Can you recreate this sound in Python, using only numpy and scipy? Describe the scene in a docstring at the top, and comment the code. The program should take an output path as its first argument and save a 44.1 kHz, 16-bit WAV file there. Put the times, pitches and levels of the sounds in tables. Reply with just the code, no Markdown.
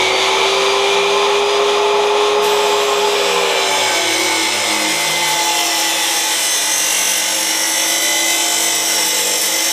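"""First comes the hum, gear whine and rushing air of a chop saw speeding up in a garage.
Its gritty wheel touches a steel bar with a fizz of sparks, then bites in, and the motor slows.
The same grit passes the steel on every turn and slowly wears, so the grinding is a harsh buzz and
screech that follow the speed, while the bar rings. Loudness follows four things: the run-up,
the bite, the load on the motor and the depth of the slot."""
import sys
import numpy as np
from scipy import signal
from scipy.fft import rfft, irfft, next_fast_len
from scipy.io import wavfile
from scipy.ndimage import uniform_filter1d, map_coordinates

SR = 44100
rng = np.random.default_rng(int(sys.argv[2]) if len(sys.argv) > 2 else 0)


def dump(signal):
    """Clip the signal to [-1, 1] and save it as 16-bit WAV at the path in sys.argv[1]."""
    limited = np.clip(np.atleast_2d(signal).T, -1, 1)
    pcm = np.round(limited * 32767).astype(np.int16)
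    wavfile.write(sys.argv[1], SR, pcm)


N = 428652
T = np.arange(N) / SR
SMALL_GEAR_TEETH, BIG_GEAR_TEETH = 6, 40
TOUCH_S, BITE_S, SEATED_S = 2.41, 3.09, 3.56  # the wheel grazes, is pressed in, settles in its slot


def amp(db):
    """Turns decibels into a gain."""
    return 10 ** (np.asarray(db) / 20)


def evened(x):
    """Scales a signal to an average power of 1."""
    return x / np.sqrt(np.mean(abs(x) ** 2) + 1e-20)


def curve(rows):
    """Joins a table's points in time with straight lines."""
    return np.interp(T, *np.transpose(rows))


def ramp(start_s, rise_s):
    """Rises from 0 to 1, then stays there."""
    return np.clip((T - start_s) / rise_s, 0, 1)


def read(points, hz):
    """Looks up a table's value at any pitch."""
    pitches, values = np.transpose(points)
    return np.interp(np.log(hz + 1), np.log(pitches + 1), values)


def peaked(hz, peaks):
    """The boost a part gives near its resonances, the pitches it likes to ring at."""
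    boosts = [1 + (amp(db) - 1) / np.hypot(1, (2 * (hz - centre) / width) ** 2)
              for centre, width, db in peaks]
    return np.prod(boosts, axis=0)


def colour(x, spectrum, peaks=()):
    """Shapes a sound's lows and highs, adds resonances and sets its power to 1."""
    size = next_fast_len(N + SR // 10)
    hz = np.fft.rfftfreq(size, 1 / SR) + 1
    edge_fade = np.minimum(hz / spectrum[0][0], 1) * np.minimum(spectrum[-1][0] / hz, 1)
    gain = amp(read(spectrum, hz)) * edge_fade ** 2 * peaked(hz, peaks)
    return evened(irfft(rfft(x, size) * gain, size)[:N])


def wander(per_s):
    """A random drift that changes about per_s times a second."""
    knots = rng.standard_normal(8192)
    return evened(np.interp(T * per_s, np.arange(len(knots)), knots))


def sing(x, start, end, hz, width_hz, db):
    """Lets x shake one resonance for a while; the tone swells and fades."""
    on = (T > start) & (T < end)
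    spin = np.exp(2j * np.pi * np.cumsum((hz * np.ones(N))[on]) / SR)
    decay = np.exp(-2 * np.pi * width_hz / SR)
    swing = evened(signal.lfilter([(1 - decay) ** 2], [1, -2 * decay, decay ** 2], x[on] / spin))
    tone = (spin * swing / np.hypot(.5, abs(swing))).real  # friction limits the swing
    fade = np.clip(np.minimum(T[on] - start, end - T[on]) / 0.084, 0, 1)
    out = np.zeros(N)
    out[on] = amp(db) * evened(tone) * fade
    return out


# How fast the motor spins: time_s, turns_per_s
MOTOR_SPEED = [(0, 375.5), (.2, 382.9), (.7, 395.8), (1.4, 407), (2.4, 415.8), (3.15, 409.8), (3.8, 382.6),
               (4.2, 368.7), (5.3, 340.5), (6.35, 318.6), (7.12, 315), (7.4, 322.3), (8.5, 335.6),
               (8.8, 332.8), (9.3, 319.5), (9.72, 330)]
def speed():
    """Motor turns a second, smoothed because heavy parts change speed slowly."""
    return uniform_filter1d(curve(MOTOR_SPEED), size=6000, mode="nearest")


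def level(db, run_up_db=0, bite_db=0, load_db=0, depth_db=0):
    """A layer's gain: db when running free, plus a share of each of the other four."""
    free_turns_per_s, full_load_drop = 423, 98
    run_up = np.exp(-T / 2.03)
    bite = ramp(BITE_S, 0.11)
    load = np.maximum(free_turns_per_s - speed(), 0) / full_load_drop * (T > TOUCH_S)
    depth = ramp(TOUCH_S, 1 / 0.17)  # the slot gains 17% of its full depth a second
    return amp(db + run_up_db * run_up + bite_db * bite + load_db * load + depth_db * depth)


# How well the casing lets the hum out: pitch_hz, gain_db
HUM_GAIN = [(316, -16), (333, -9), (352, -16.5), (370, -11), (383, -12.5), (396, -6.5), (414, -2)]
# Steady tones of the spinning motor and wheel: cycles_per_motor_turn, level_db
MOTOR_TONES = [(1.148, -22), (1.3, -24.5), (1.35, -21), (1.648, -19.5), (2, -17), (2.1, -23.5),
               (2.573, -13.5), (12, -20)]
# Casing resonances: pitch_hz, width_hz, boost_db
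CASING_PEAKS = [(534, 31, 5.5), (681, 24, 6.5), (854, 25, 10.5)]
def motor(turns):
    """The motor hums once a turn; weaker motor and wheel tones swell near the casing's resonances."""
    rate = speed()
    jolt = 1 + 2.2 * ramp(BITE_S, 0.91)  # cutting makes the tones waver more
    hum = np.sin(2 * np.pi * turns + 0.1 * jolt * wander(25))
    hum *= amp(read(HUM_GAIN, rate) + 0.6 * jolt * wander(13))
    hum *= level(-16, run_up_db=5, load_db=-9)
    tones = np.zeros(N)
    for cycles, db in MOTOR_TONES:
        gain = amp(db + 3.6 * wander(14)) * peaked(cycles * rate, CASING_PEAKS)
        tones += gain * np.sin(2 * np.pi * (cycles * turns + rng.random()) + 0.29 * jolt * wander(22))
    tones *= level(-18, run_up_db=1, load_db=-8.5, depth_db=-7)
    return np.sqrt(2) * (hum + tones)


# Gearbox resonances: pitch_hz, width_hz, boost_db
GEARBOX_PEAKS = [(2060, 83, 8.5), (2213, 23, 3.5), (2384, 92, 3.4)]
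def gears(wheel):
    """Teeth meet unevenly round the big gear, so the whine has extra tones just above and below it."""
    whine = np.zeros(N)
    for step in range(-3, 4):
        gain = amp(-7 * abs(step) ** 0.25 + 0.62 * step + 2.4 * wander(12))
        phase = 2 * np.pi * (BIG_GEAR_TEETH + step) * wheel + 0.5 * wander(16)
        whine += gain * np.sin(phase + 2 * np.pi * rng.random())
    rattle = sing(rng.standard_normal(N), -1, T[-1] + 1, SMALL_GEAR_TEETH * speed(), width_hz=120, db=-1)
    boxed = colour(whine + rattle, [(1500, 0), (3000, 0)], GEARBOX_PEAKS)
    return boxed * level(-31, run_up_db=11.5, bite_db=4, load_db=-3.5, depth_db=-2.5)


# Tones in the knocking: cycles_per_wheel_turn, level_db
KNOCK_TONES = [(2, -14), (3, -12), (4, -8), (5, -11), (6, -2.5), (7, 1), (8, -0.5)]
# Resonances of the saw's base: pitch_hz, width_hz, boost_db
BASE_PEAKS = [(107, 8.9, 10), (151, 4.2, 10.3), (182.5, 8.8, 7.9), (210, 10, 11), (343, 13, 7.9),
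              (464, 22, 7.3)]
def shaking_base(wheel):
    """The unbalanced wheel shakes the base, and its high side knocks once a turn."""
    shake = np.sqrt(2) * np.sin(2 * np.pi * wheel) * amp(0.75 * wander(10))
    shake *= level(-56, run_up_db=6, load_db=-1.5, depth_db=-6)
    rumble = colour(rng.standard_normal(N), [(25, -1), (60, -12), (120, 3)])
    rumble *= level(-54, run_up_db=-1, load_db=-1.5, depth_db=-2)
    tones = sum(amp(db + 4 * wander(5)) * np.sin(2 * np.pi * cycles * wheel + 0.83 * wander(16))
                for cycles, db in KNOCK_TONES)
    knock = colour(tones, [(60, 0), (900, 0)], BASE_PEAKS) * level(-40, run_up_db=8, load_db=-7.5)
    return shake + rumble + knock


# Air round the wheel: pitch_hz, relative_db
ROAR_SPECTRUM = [(100, -32), (250, -11.5), (330, -13), (500, -1), (620, -11), (760, -4), (1050, 1.5),
                 (1280, 0), (1550, -13), (2000, -9), (3000, -16)]
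# Wheel guard resonances: pitch_hz, width_hz, boost_db
GUARD_PEAKS = [(321, 18, 7.3), (549, 53, 8.6), (683.4, 56, 8.8), (867, 23.6, 13.1)]
# Air from the fan: pitch_hz, relative_db
HISS_SPECTRUM = [(1200, -25), (1700, -9.5), (2500, -6), (3500, 2.5), (4000, -3.5), (4500, -11),
                 (5500, -11.5), (6400, -8.5), (7500, -17.5), (9000, -21), (10600, -22.5), (12000, -31),
                 (15000, -39)]
def air():
    """Air dragged round by the wheel roars in the guard, and the cooling fan hisses."""
    roar = colour(rng.standard_normal(N), ROAR_SPECTRUM, GUARD_PEAKS) * amp(0.59 * wander(11))
    hiss = colour(rng.standard_normal(N), HISS_SPECTRUM) * amp(wander(16))
    return roar * level(-19.5, load_db=-4, depth_db=-7.5) + hiss * level(-26.5, run_up_db=8.5, load_db=-1)


def worn(shape, life_turns):
    """Rows of noise, one a turn; each is a slightly worn copy of the last."""
    kept = np.exp(-1 / life_turns)
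    fresh = rng.standard_normal(shape)
    fresh[1:] *= np.sqrt(1 - kept ** 2)
    return signal.lfilter([1], [1, -kept], fresh, axis=0)


# How much of the grinding repeats each turn: time_s, share_0_to_1
REPEAT_SHARE = [(2.4, 0.5), (3.2, 1), (4.4, 0.93), (5.5, 0.92), (8.6, 0.9), (9.4, 0.8)]
def rim(wheel, lump_db, spacing_db, life_turns=44):
    """Grit passes as the wheel turns; some grain spacings stand out, and high spots bite harder."""
    rows, spots = shape = (620, 1024)
    spacing = evened(uniform_filter1d(worn((rows, spots // 2 + 1), life_turns=44), size=7, axis=1))
    grit = irfft(rfft(worn(shape, life_turns), axis=1) * amp(spacing_db * spacing), axis=1)
    lumps = evened(uniform_filter1d(worn(shape, life_turns=32), size=60, axis=1, mode="wrap"))
    grit *= amp(lump_db * lumps)
    grit /= grit.std(axis=1, keepdims=True)
    repeating = map_coordinates(grit.ravel(), [wheel * spots], order=3, mode="wrap")
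    share = curve(REPEAT_SHARE)
    return np.sqrt(share) * repeating + np.sqrt(1 - share) * rng.standard_normal(N)


# How long the garage's echo takes to fall 60 dB: pitch_hz, fade_s
ECHO_FADE = [(200, 0.15), (1000, 0.82), (4000, 0.56), (14000, 0.2)]
def garage(x, echo_db):
    """Adds scattered echoes from the walls; middle pitches last longest."""
    size = SR // 2
    echoes = rng.standard_normal(size) * (rng.random(size) < .06) * (np.arange(size) > .003 * SR)
    hz, t, bands = signal.stft(echoes, SR, nperseg=256)
    tail = signal.istft(bands * amp(-60 * t / read(ECHO_FADE, hz)[:, None]), SR, nperseg=256)[1]
    return evened(x + amp(echo_db) * signal.fftconvolve(x, tail / np.linalg.norm(tail))[:N])


# Grit heard through the frame: pitch_hz, relative_db
RASP_SPECTRUM = [(150, -13.5), (195, -7), (245, -11.5), (295, -7.5), (450, -5), (900, -5.5), (1300, -13),
                 (1550, -1.5), (1800, -3), (2450, -1), (2750, -4), (3100, 0), (3500, 0.5), (4100, -2.5),
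                 (4600, -7), (5500, -9)]
# Bar resonances that last the whole cut: pitch_hz, width_hz, boost_db
STEEL_PEAKS = [(2704, 25, 6), (3065, 50, 5.5), (3520, 90, 3), (3990, 60, 7.5), (5170, 110, 6),
               (5530, 80, 7), (5820, 80, 3.5), (6250, 60, 7)]
def grit_rasp(wheel):
    """Grit scrapes the steel and rasps through the saw's frame."""
    scrape = garage(rim(wheel, lump_db=2.5, spacing_db=1.3), echo_db=-3)
    rasp = colour(scrape, RASP_SPECTRUM, GUARD_PEAKS + STEEL_PEAKS)
    return rasp * level(-24.5, bite_db=5.5, load_db=-1, depth_db=-3)


# The bar's bright ringing: pitch_hz, relative_db
RING_SPECTRUM = [(4000, -54), (4800, -8), (5150, -10.5), (5600, -1.5), (6300, -2), (6750, -4.5),
                 (7300, -1.5), (7750, -4.5), (8250, 0), (8700, -9.5), (9100, -11), (10000, -27)]
# Bar notes that come and go: start_s, end_s, pitch_hz, width_hz, level_db
BAR_NOTES = [(2.3, 2.6, 12130, 50, -39.5), (2.498, 3.3, 12200, 220, -47), (3.3, 5.4, 2210, 170, -29.5),
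             (5.4, 7.45, 2030, 28, -34), (2.3, 3.6, 7500, 600, -42), (3, 6, 8130, 76, -47),
             (4.4, 5.6, 4190, 85, -35), (5.9, 7, 8930, 74, -40), (3.55, 5.9, 5170, 130, -33.5),
             (7.35, 10, 2040, 20, -31)]
def ringing_bar(wheel):
    """Grit rings the bar, louder once the wheel settles; the notes change as the slot deepens."""
    scrape = garage(rim(wheel, lump_db=-1.5, spacing_db=2.3), echo_db=-3)
    ring = colour(scrape, RING_SPECTRUM, STEEL_PEAKS) * amp(6 * ramp(SEATED_S, 0.12))
    ring *= level(-33.5, bite_db=2.5, load_db=1.5, depth_db=2.5)
    return ring + sum(sing(scrape, *note) for note in BAR_NOTES)


# The fizz of sparks: pitch_hz, relative_db
SPARK_SPECTRUM = [(7500, -6), (9300, 2), (10000, -2), (10700, 3), (11400, -0.5), (12300, -0.5), (13500, 0),
                  (14500, -5), (15300, -9.5)]
def sparks(grit):
    """Sparks fizz off the wheel, with a first flash as the bar's corner is ground away."""
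    flash_db = 11 * np.exp(-abs(T - TOUCH_S) / 0.13)
    fizz = colour(grit, SPARK_SPECTRUM) * amp(flash_db + 1.4 * wander(45) + 0.35 * wander(15))
    return fizz * level(-44, bite_db=2.5, load_db=11, depth_db=5.5)


# How hard the wheel rubs the side of the slot: time_s, swing_db
SIDE_RUB = [(6, 0.5), (6.5, 0), (7.1, 2.5), (7.7, 1), (8.5, 0.5), (9.7, 2.5)]
def wobble(wheel):
    """The wobbling wheel rubs the slot once a turn; this gain makes the ringing pulse."""
    swing_db = curve(SIDE_RUB)
    mean_power = np.i0(np.log(amp(2 * swing_db)))
    return amp(swing_db * np.cos(2 * np.pi * wheel)) / np.sqrt(mean_power)


def wheel_tones(wheel, tones, swell_s, waver_rad, flicker_db):
    """Tones that repeat a whole number of times a wheel turn; each swells and fades."""
    out = np.zeros(N)
    for start, end, cycles, db in tones:
        swell = np.clip(np.minimum(T - start, end - T) / swell_s + .5, 0, 1)
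        on = swell > 0
        phase = 2 * np.pi * (cycles * wheel[on] + rng.random()) + waver_rad * wander(18)[on]
        out[on] += np.sqrt(2) * swell[on] * amp(db + flicker_db * wander(20)[on]) * np.sin(phase)
    return out


# Screech and gear-whine tones: start_s, end_s, cycles_per_wheel_turn, level_db
SCREECH_TONES = [(3.1, 3.46, 37, -32.5), (3.55, 3.95, 88, -33.0), (3.58, 4.24, 53, -33.5),
                 (3.6, 4.1, 89, -34.5), (3.6, 4.12, 39, -31.0), (3.72, 4.38, 91, -35.0),
                 (3.8, 4.48, 40, -30.0), (4.04, 4.82, 38, -34.0), (4.18, 4.54, 63, -33.5),
                 (4.18, 4.66, 41, -30.5), (4.3, 4.7, 96, -33.0), (4.5, 4.86, 78, -34.0),
                 (4.52, 4.94, 42, -33.5), (4.64, 5.18, 39, -30.5), (4.7, 5.15, 98, -34.0),
                 (4.8, 5.5, 156, -38.0), (4.92, 6.18, 60, -35.0), (4.96, 5.48, 40, -25.5),
                 (5.1, 5.5, 69, -33.5), (5.14, 6.0, 41, -34.0), (5.3, 5.9, 102, -34.0),
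                 (5.32, 5.82, 54, -35.0), (5.5, 6.05, 103, -34.0), (5.7, 6.16, 40, -29.5),
                 (6.26, 6.84, 113, -33.5), (6.28, 7.24, 124, -36.0), (6.3, 7.24, 161, -35.5),
                 (6.32, 6.8, 144, -36.0), (6.32, 7.2, 176, -33.0), (6.36, 6.9, 168, -36.0),
                 (6.38, 7.42, 121, -33.5), (6.4, 7.12, 223, -37.0), (6.42, 6.98, 178, -37.5),
                 (6.42, 7.3, 122, -35.5), (6.46, 7.28, 123, -35.5), (6.52, 7.22, 132, -22.5),
                 (6.58, 7.22, 163, -35.0), (6.62, 7.18, 125, -35.5), (6.7, 7.25, 58, -33.0),
                 (6.74, 7.28, 59, -34.0), (7.3, 8.3, 60, -35.0), (7.34, 7.86, 118, -33.0),
                 (7.34, 8.0, 129, -33.5), (7.34, 8.46, 113, -32.0), (7.5, 8.18, 222, -37.5),
                 (7.5, 8.26, 160, -37.0), (7.56, 8.18, 164, -36.5), (7.58, 8.42, 40, -28.5),
                 (7.58, 9.22, 125, -32.0), (7.6, 8.14, 150, -36.5), (7.62, 8.28, 127, -31.5),
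                 (7.72, 8.7, 149, -36.0), (7.78, 8.8, 79, -35.0), (7.82, 8.92, 122, -34.5),
                 (7.84, 8.38, 80, -35.0), (7.86, 8.3, 63, -32.5), (7.92, 8.38, 123, -34.0),
                 (7.96, 8.38, 41, -30.5), (8.02, 8.9, 73, -35.0), (8.04, 8.84, 146, -36.0),
                 (8.22, 8.88, 168, -36.0), (8.24, 8.88, 110, -34.0), (8.26, 9.28, 60, -34.0),
                 (8.3, 8.84, 61, -34.0), (8.4, 9.04, 160, -35.5), (8.62, 9.9, 113, -33.0),
                 (8.66, 9.12, 41, -33.5), (8.7, 9.06, 63, -34.0), (8.84, 9.5, 115, -32.5),
                 (8.94, 9.9, 129, -34.0), (9.08, 9.52, 132, -34.5), (9.1, 9.5, 171, -35.0),
                 (9.1, 9.9, 65, -35.0), (9.45, 9.9, 41, -33.0)]
def screech(wheel):
    """Screech and gear-whine tones come and go in the cut, following the wheel's speed."""
    tones = wheel_tones(wheel, SCREECH_TONES, swell_s=0.37, waver_rad=0.48, flicker_db=1.83)
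    return tones * level(-0.5, depth_db=1.2)


# Low tones of the growl: start_s, end_s, cycles_per_wheel_turn, level_db
GROWL_TONES = [(3.15, 3.42, 3, -41), (3.18, 3.68, 8, -25.5), (3.15, 3.42, 9, -26), (3.6, 3.8, 10, -30),
               (3.65, 4.02, 15, -30.5), (3.8, 4.75, 2, -47), (3.9, 4.12, 12, -28.5), (3.95, 4.5, 6, -30),
               (4.45, 4.98, 4, -39.5), (4.68, 4.96, 6, -27.5), (4.8, 5.38, 3, -42), (5.35, 5.64, 17, -26),
               (9.1, 9.45, 10, -34)]
def growl(wheel):
    """Slow chatter growls through the frame as the wheel bites and strains."""
    return wheel_tones(wheel, GROWL_TONES, swell_s=0.14, waver_rad=0.44, flicker_db=2)


# Notes of evenly spaced grit: start_s, end_s, cycles_per_wheel_turn, width_hz, level_db
GRIT_NOTES = [(5.197, 6.8, 265, 400, -52), (6.303, 8.2, 223, 420, -36), (8.997, 10, 246, 143, -36)]
def singing_grit(grit):
    """Evenly spaced grains hit the steel in step and sing for a while."""
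    wheel_hz = speed() * SMALL_GEAR_TEETH / BIG_GEAR_TEETH
    return sum(sing(grit, start, end, cycles * wheel_hz, width, db)
               for start, end, cycles, width, db in GRIT_NOTES)


def scene():
    """One motor drives everything; both ears hear the same sound."""
    turns = np.cumsum(speed()) / SR
    wheel = turns * SMALL_GEAR_TEETH / BIG_GEAR_TEETH  # wheel turns so far
    machine = motor(turns) + gears(wheel) + shaking_base(wheel) + growl(wheel) + air()
    rasp = grit_rasp(wheel)
    ring = ringing_bar(wheel)
    coarse_grit = garage(rim(wheel, lump_db=6, spacing_db=1, life_turns=19), echo_db=6)
    fizz = sparks(coarse_grit)
    ringing = wobble(wheel) * (ring + singing_grit(coarse_grit) + screech(wheel))
    contact = ramp(TOUCH_S, 0.035) * amp(0.5 * wander(22))  # the hand never presses quite evenly
    saw = machine + contact * (rasp + fizz + ringing)
    return np.array([saw, saw])


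def record(dry):
    """Takes away the very highest treble."""
    cutoff_hz = 15350
    low_pass = signal.firwin(511, cutoff_hz, window=("kaiser", 9), fs=SR)
    return signal.oaconvolve(dry, low_pass[None], "same")


dry = scene()
out = record(dry)
dump(out)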